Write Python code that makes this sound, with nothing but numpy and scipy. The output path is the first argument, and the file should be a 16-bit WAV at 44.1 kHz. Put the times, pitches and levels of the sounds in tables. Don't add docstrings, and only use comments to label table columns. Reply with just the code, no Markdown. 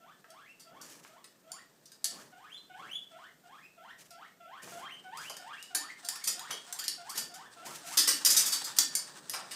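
import sys
import numpy as np
from scipy import signal
from scipy.fft import rfft, irfft
from scipy.io import wavfile

SR = 44100
rng = np.random.default_rng(int(sys.argv[2]) if len(sys.argv) > 2 else 0)


def master_out(mix):
    frames = np.transpose(np.atleast_2d(mix))
    ceiling = np.clip(frames, -1, 1)
    pcm = np.round(ceiling * 32767).astype(np.int16)
    wavfile.write(sys.argv[1], SR, pcm)


N = 421155
TIME = np.arange(N) / SR

WHIMPER_DIP = [(0, 1.07), (.2, 1.01), (0.421, 1.0), (0.652, 1.09), (0.852, 1.22)]
def squeak_pitch(t, whimper_s, sweep_s, whimper_hz, ceiling_hz, sweep_from_hz=999, break_hz=2397):
    overshoot, bend, flip_ratio, knee = 1.3, 1.15, 1.1, 5.5
    share, ratio = np.transpose(WHIMPER_DIP)
    whimper = np.interp(t / whimper_s, np.append(share, 1), np.append(whimper_hz * ratio, sweep_from_hz))
    octaves = overshoot * np.log2(ceiling_hz / sweep_from_hz)
    aim_hz = whimper * 2 ** (octaves * np.clip((t - whimper_s) / sweep_s, 0, 2) ** bend)
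    aim_hz *= np.where(aim_hz > break_hz, flip_ratio, 1)
    return aim_hz / (1 + (aim_hz / ceiling_hz) ** knee) ** (1 / knee)


# harmonic_number, whimper_db, whistle_db
HARMONICS = [(1, -1, -0.5), (2, -5.5, -20.5), (3, -20, -21), (4, -23, -30), (5, -27, -27), (6, -54, -24),
             (7, -31, -54)]
def throat_tone(hz, phase, nasal_hz=3180, nasal_width_hz=550, nasal_db=8):
    thinness = np.interp(hz, [740, 1100, 2800], [0, .65, 1])
    tone = 0
    for k, whimper_db, whistle_db in HARMONICS:
        lift_db = (k > 1) * nasal_db * np.exp(-((k * hz - nasal_hz) / nasal_width_hz) ** 2)
        gain = from_db(whimper_db + thinness * (whistle_db - whimper_db) + lift_db)
        tone += np.sin(k * phase) * gain * (k * hz < SR / 2)
    return np.sqrt(2) * tone


# pitch_hz, gain_db
MOUTH_GAIN = [(680, -0.5), (850, -2.5), (1050, 2), (1350, 1), (2000, -3.5), (2900, 0.5)]
# frequency_hz, gain_db
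RASP_EQ = [(500, 0), (900, -7), (1500, -29), (2100, 14), (3100, 18), (4000, -12), (6500, -28), (10000, -16)]
# start_s, whimper_s, sweep_s, whimper_hz, ceiling_hz, level_db, tip_gain_db
SQUEAK_CUES = [ (0.000, 0.068, 0.07, 663, 1900, -56.5, -3.5), (0.278, 0.072, .18, 640, 2830, -56, -1),
               (0.649, 0.11, 0.082, 658, 1913, -55.5, -15), (1.082, 0.089, .027, 625, 1400, -58.5, -14),
               (1.44, 0.097, 0.068, 637, 2066, -57.5, 3), (2.056, 0.099, 0.088, 676, 2050, -58, -6),
               (2.316, 0.1, 0.15, 713, 3647, -55, 5.5), (2.694, 0.094, 0.18, 714, 3480, -49, 8),
               (3.109, 0.085, 0.1, 654, 2198, -51.5, -3), (3.432, 0.086, .15, 699, 2725, -54.5, -1.5),
               (3.766, 0.089, 0.074, 670, 2096, -52.5, 2.5), (4.105, .1, 0.063, 670, 2190, -53.5, 2),
               (4.398, .13, 0.12, 666, 2505, -50, -8), (4.716, .11, .12, 678, 3230, -46.5, 0),
               (5.037, .11, 0.16, 735, 3180, -47, -0.5), (5.387, 0.096, 0.14, 721, 2995, -48, -2),
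               (5.701, .115, 0.099, 709, 2208, -48.5, 6), (6.028, 0.099, 0.11, 694.5, 2320, -53.5, 2),
               (6.346, .072, .135, 697, 3400, -50.5, 5.5), (6.671, 0.095, 0.15, 700, 2970, -53.5, -11),
               (6.974, 0.11, .08, 691, 1950, -48.5, -4), (7.293, .11, .065, 697, 1835, -51, -2),
               (7.564, .11, 0.055, 664.5, 1560, -49, -4), (7.833, 0.09, 0.034, 678, 1650, -48.5, -7)]
def squeaks(attack_s=0.01, release_s=0.0095, shimmer_db=4.0, rasp_db=-13.0):
    tone, turbulence, t = np.zeros(N), np.zeros(N), TIME[:SR // 2]
    for start_s, whimper_s, sweep_s, whimper_hz, ceiling_hz, level_db, tip_gain_db in SQUEAK_CUES:
        hz = squeak_pitch(t, whimper_s, sweep_s, whimper_hz, ceiling_hz)
        hoarseness = np.interp(hz, [993, 1450, 2060, 2940], [0.036, 0.68, 0.68, 0.033])
        jitter = (0.013 + 0.0524 * hoarseness) * (drift(1100, len(t)) + 0.562 * drift(60, len(t)))
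        phase = 2 * np.pi * np.cumsum(hz * (1 + jitter)) / SR
        tip_s = whimper_s + 0.69 * sweep_s
        shape_db = np.interp(t, [whimper_s / 2, whimper_s, tip_s], [-2, 0, -2.13], right=tip_gain_db)
        unsteadiness = np.interp(hz, [700, 1400, 2200, 2900], [0.8, 1.0, 0.89, 0.4])
        flicker_db = shimmer_db * unsteadiness * drift(129.4, len(t))
        gate = np.clip(t / attack_s, 0, 1) * np.clip((whimper_s + sweep_s - t) / release_s + .5, 0, 1)
        effort = gate * from_db(level_db + shape_db + at_hz(MOUTH_GAIN, hz) + flicker_db)
        add(tone, start_s, effort * throat_tone(hz, phase))
        rasp = np.interp(hz, [700, 1150, 1970, 2870], [0.54, 0.14, 0.64, 0.034]) * (1 + np.sin(phase))
        add(turbulence, start_s, effort * rasp * rng.standard_normal(len(t)))
    return tone + from_db(rasp_db) * colour(turbulence, RASP_EQ)


# start_s, length_s, pitch_hz, level_db
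FLARE_CUES = [(2.57, 0.021, 4060, -49), (4.843, 0.051, 3190, -50.5), (5.522, 0.033, 2810, -57)]
def high_flares():
    out = np.zeros(N)
    for start_s, length_s, pitch_hz, level_db in FLARE_CUES:
        swell = np.interp((TIME - start_s) / length_s, [0, .5, 1], [0, 1, 0])
        out += np.sqrt(2) * from_db(level_db) * swell * np.sin(2 * np.pi * pitch_hz * TIME)
    return out


def wire_contact(force_db, chatter_s, body_db, touches_per_s=7000, snap_fade_s=0.06):
    t = TIME[:SR // 6]
    touches = rng.standard_normal(len(t)) * (rng.random(len(t)) < touches_per_s / SR)
    build = 1 - np.exp(-t / (0.089 * chatter_s))
    force = unit_energy(touches * build * np.exp(-t / chatter_s))
    force[0] += 0.24 * np.exp(-chatter_s / snap_fade_s)
    body = from_db(body_db) * band(force, 2080, "low")
    middle = band(force, [3000, 8000], "band")
    sparkle = from_db(2 + 0.18 * (force_db + 19)) * band(force, 4660, "high")
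    return from_db(force_db) * unit_energy(middle - body - sparkle)


# pitch_hz, level_db, t60_s
BAR_MODES = [(1790, -12, .5), (3030, -15, .4), (4458, -7, .25), (4528, -7, .25), (4606, -4, .3),
             (4644, -4, .3), (4942, -3, .2), (5072, -6, .2), (5263, -6, .2), (6885, -5, .15),
             (6966, -5, .15), (8504, -1, .15), (8835, -3, .15), (11274, -3, .12)]
def bar_ring(spread_db=1.5, detune=0.0019):
    t = TIME[:SR // 2]
    pitch_hz, level_db, t60_s = np.transpose(BAR_MODES)[:, :, None]
    modes = np.sin(2 * np.pi * pitch_hz * t) * from_db(level_db - 60 * t / t60_s)
    weights = from_db(spread_db * rng.standard_normal(len(modes))) * rng.choice([-1, 1], len(modes))
    pitch_ratio = 1 + detune * rng.uniform(-1.24, 1)
    return unit_energy(np.interp(t * pitch_ratio, t, weights @ modes))


# frequency_hz, gain_db
MESH_EQ = [(150, -78), (275, -13), (372, -26.5), (681, -20), (852, -20), (1760, -13), (2280, -11.5),
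           (4240, -6), (4790, 0), (5790, -4.5), (12400, -8.5), (15500, -14)]
# start_s, force_db, chatter_s, body_db
CLINK_CUES = [(0.3035, -48, 0.0029, -9), (0.5964, -43, 0.019, 4), (0.813, -40, 0.012, -3),
              (1.242, -41.5, 0.0051, 9.5), (1.5177, -35, 0.0022, -8), (1.856, -46.5, 0.0061, -8),
              (1.918, -45, 0.006, 5), (2.043, -20, 0.0036, -4), (2.0517, -29, 0.0059, 5.5),
              (4.1062, -45, 0.0058, -1), (5.1722, -36.5, 0.0044, 4), (5.2969, -34, .006, 7),
              (5.3676, -34, 0.0032, 9), (5.626, -38.5, 0.0027, 0), (5.7483, -17, 0.0089, 7.5),
              (6.0476, -33, 0.0095, 3.5), (6.0873, -22, 0.0017, 2.5), (6.156, -33.5, 0.0088, 6),
              (6.2396, -26.5, 0.013, 4), (6.273, -16.5, 0.013, 4), (6.3935, -32.5, 0.0027, 6),
              (6.506, -27, 0.019, 10), (6.7255, -27.5, .003, 2), (6.789, -26.5, 0.0094, 6),
              (6.8394, -30, 0.0073, 6.5), (6.8807, -21, 0.0014, 0), (7.0943, -30, 0.014, -3),
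              (7.155, -31, 0.015, 3), (7.175, -21, .012, 6.5), (7.34, -36.5, 0.012, 6),
              (7.972, -9, 0.021, 5.5), (8.0746, -11, 0.022, 7), (8.249, -13, 0.0034, -5),
              (8.2585, -10.5, 0.012, 4), (8.3014, -11.5, 0.028, 1), (8.3655, -9.5, 0.021, -3),
              (8.4577, -16.5, 0.024, 3), (8.5221, -17, 0.024, 5), (8.6427, -26, 0.013, 0.5),
              (8.7647, -29, 0.0081, 3), (8.7863, -9.5, 0.0031, 6), (8.952, -16.5, 0.002, -0.5),
              (9.2964, -25.5, 0.002, 2.5), (9.3345, -23, 0.015, 14), (9.5109, -29.5, .012, 9.5)]
def cage_clinks(gain_db=19.5, ring_db=-9.0, mesh_db=-1.5, mesh_t60_s=0.022):
    clatter, ringing = np.zeros(N), np.zeros(N)
    mesh_decay = from_db(-60 * TIME[:SR // 8] / mesh_t60_s)
    for start_s, force_db, chatter_s, body_db in CLINK_CUES:
        force = from_db(gain_db) * wire_contact(force_db, chatter_s, body_db)
        mesh = from_db(mesh_db) * unit_energy(rng.standard_normal(len(mesh_decay)) * mesh_decay)
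        mesh[0] += 1
        add(clatter, start_s, convolve(force, unit_energy(mesh)))
        add(ringing, start_s, convolve(force, from_db(ring_db) * bar_ring()))
    return band(colour(clatter, MESH_EQ), 110, "high") + band(ringing, 1340, "high")


# start_s, force_db, tone_hz, t60_s
KNOCK_CUES = [(0.243, -42.5, 1100, 0.023), (1.049, -39.5, 1620, 0.0075), (4.675, -36.5, 1240, .07),
              (5.3, -31, 950, 0.045), (6.275, -36, 2470, 0.072), (6.505, -26.5, 1690, .07),
              (6.539, -34.5, 740, 0.037), (7.172, -38, 1360, .07), (9.336, -24.5, 1110, 0.55)]
def frame_knocks(gain_db=14.5):
    out, t = np.zeros(N), TIME[:SR // 5]
    for start_s, force_db, tone_hz, t60_s in KNOCK_CUES:
        burst = rng.standard_normal(len(t)) * from_db(-60 * t / t60_s)
        tock = band(burst, [tone_hz / 1.84, tone_hz * 1.39], "band")
        add(out, start_s, from_db(force_db + gain_db) * unit_energy(tock))
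    return out


def cloth_friction(eq, grains_per_s=900, grain_spread_db=0.5, flutter_db=4.0):
    sizes = from_db(grain_spread_db * np.minimum(rng.exponential(1, N), 4)) * rng.choice([-1, 1], N)
    grains = unit_rms(sizes * (rng.random(N) < grains_per_s / SR))
    hiss = rng.standard_normal(N)
    flutter = from_db(flutter_db * drift(50))
    return unit_rms(colour((grains + hiss) * flutter, eq))


# frequency_hz, gain_db
RUSTLE_EQ = [(470, -30.5), (800, 2), (1840, 4.5), (2080, -5.5), (3860, 0.5), (4770, 0), (6670, -2.5),
             (8550, 1), (11500, -18), (15500, -15)]
SWISH_EQ = [(880, -21.5), (1500, -3), (2860, -2), (3650, -4.5), (6130, 0), (7670, -1), (11600, -7.5),
            (15500, -12.5)]
BUMP_EQ = [(26, -36), (45, -52), (112, -1.5), (150, 4), (525, 1.5), (660, 2), (727, -8), (829, -1.5),
           (1290, -2), (1420, -15), (1750, -1), (2200, -36), (2860, -28), (4840, -120)]
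# time_s, rustle_db, bump_db
STIR_LEVELS = [(0.0, -67.5, -74), (2.71, -61, -71), (4.489, -69.5, -80.5), (4.73, -61.5, -64),
               (6.09, -48.5, -72.5), (6.22, -43.5, -70), (7.15, -52.5, -68.5), (7.5, -55, -64),
               (8.38, -36, -60), (9.2, -44.5, -59.5), (9.55, -48, -61)]
# start_s, length_s, swish_db, bump_db
SHIFT_CUES = [(0.697, 0.43, -74, -63), (0.8, 0.39, -55, -68), (2.108, 0.24, -54, -56),
              (2.78, 0.23, -65, -61), (3.979, 0.15, -54, -65), (4.617, 0.27, -46.5, -55),
              (5.156, 0.28, -49.5, -63), (6.257, 0.23, -54, -61), (6.494, 0.061, -64, -50.5),
              (7.138, 0.18, -42, -52.5), (7.647, 0.19, -41, -55), (7.835, 0.51, -39.5, -74),
              (8.276, 0.25, -32, -53)]
def hammock(rustle_trim_db=-8.0):
    time_s, rustle_db, stir_bump_db = np.transpose(STIR_LEVELS)
    sliding, weight = np.zeros(N), from_db(np.interp(TIME, time_s, stir_bump_db))
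    for start_s, length_s, swish_db, bump_db in SHIFT_CUES:
        move = np.interp((TIME - start_s) / length_s, [0, .08, .35, 1], [0, 0.76, 0.72, 0])
        sliding += from_db(swish_db) * move
        weight += from_db(bump_db) * move
    rustle = cloth_friction(RUSTLE_EQ) * from_db(np.interp(TIME, time_s, rustle_db) + rustle_trim_db)
    bumps = weight * unit_rms(colour(rng.standard_normal(N), BUMP_EQ))
    swish = sliding * cloth_friction(SWISH_EQ)
    return band(rustle + bumps + swish, 82, "high")


# frequency_hz, t60_s
ROOM_DECAY = [(150, 0.98), (1000, 0.29), (3300, 0.38), (8000, 0.26), (15000, 0.17)]
def room(x, wet_db):
    t = TIME[:SR // 2]
    noise, hz = rfft(rng.standard_normal(len(t))), np.linspace(0, SR / 2, len(t) // 2 + 1)
    bands_hz, decays_s = np.transpose(ROOM_DECAY)
    tail = 0
    for solo, t60_s in zip(np.eye(len(bands_hz)), decays_s):
        crossfade = at_hz(np.column_stack([bands_hz, solo]), hz)
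        tail += irfft(noise * crossfade, len(t)) * from_db(-60 * t / t60_s)
    response = from_db(wet_db) * unit_energy(tail * (t > .002))
    response[0] += 1
    return convolve(x, unit_energy(response))


# frequency_hz, gain_db
AIR_EQ = [(15, -46), (25, 5), (69, -16.5), (156, 10.5), (389, 5.5), (703, 1.5), (1020, -16), (1340, -3),
          (3090, -8.5), (7700, -7), (10100, -14), (14300, -6.5), (15500, -14.5)]
def room_air(level_db=-68):
    return from_db(level_db) * unit_rms(colour(rng.standard_normal(N), AIR_EQ))


def from_db(db):
    return 10 ** (np.asarray(db) / 20)


def unit_rms(x):
    return x / np.sqrt(np.mean(x ** 2) + 1e-20)


def unit_energy(x):
    return x / np.sqrt(np.sum(x ** 2) + 1e-20)


def at_hz(points, hz):
    known_hz, values = np.transpose(points)
    return np.interp(np.log(np.maximum(hz, 1)), np.log(known_hz), values)


def convolve(x, response):
    return signal.fftconvolve(x, response)[:N]


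def band(x, edges_hz, kind):
    return signal.sosfilt(signal.butter(2, edges_hz, kind, fs=SR, output="sos"), x + 1e-18)


def colour(x, eq, size=4096):
    gain = from_db(at_hz(eq, np.linspace(0, SR / 2, size // 2 + 1)))
    cepstrum = irfft(np.log(gain))
    cepstrum[1:size // 2] *= 2
    cepstrum[size // 2 + 1:] = 0
    return convolve(x, unit_energy(irfft(np.exp(rfft(cepstrum)))))


def drift(turns_per_s, size=N):
    steps = np.arange(size) * turns_per_s / SR
    return np.interp(steps, np.arange(size), rng.standard_normal(size))


def add(track, start_s, sound):
    at = int(start_s * SR)
    track[at:at + len(sound)] += sound[:N - at]


def scene():
    voice = room(squeaks() + high_flares(), wet_db=1.0)
    metal = room(cage_clinks() + frame_knocks(), wet_db=-1.5)
    return (voice + metal + hammock() + room_air())[None]


def record(dry):
    return signal.sosfilt(signal.ellip(10, .2, 70, 15500, fs=SR, output="sos"), dry)


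dry = scene()
out = record(dry)
master_out(out)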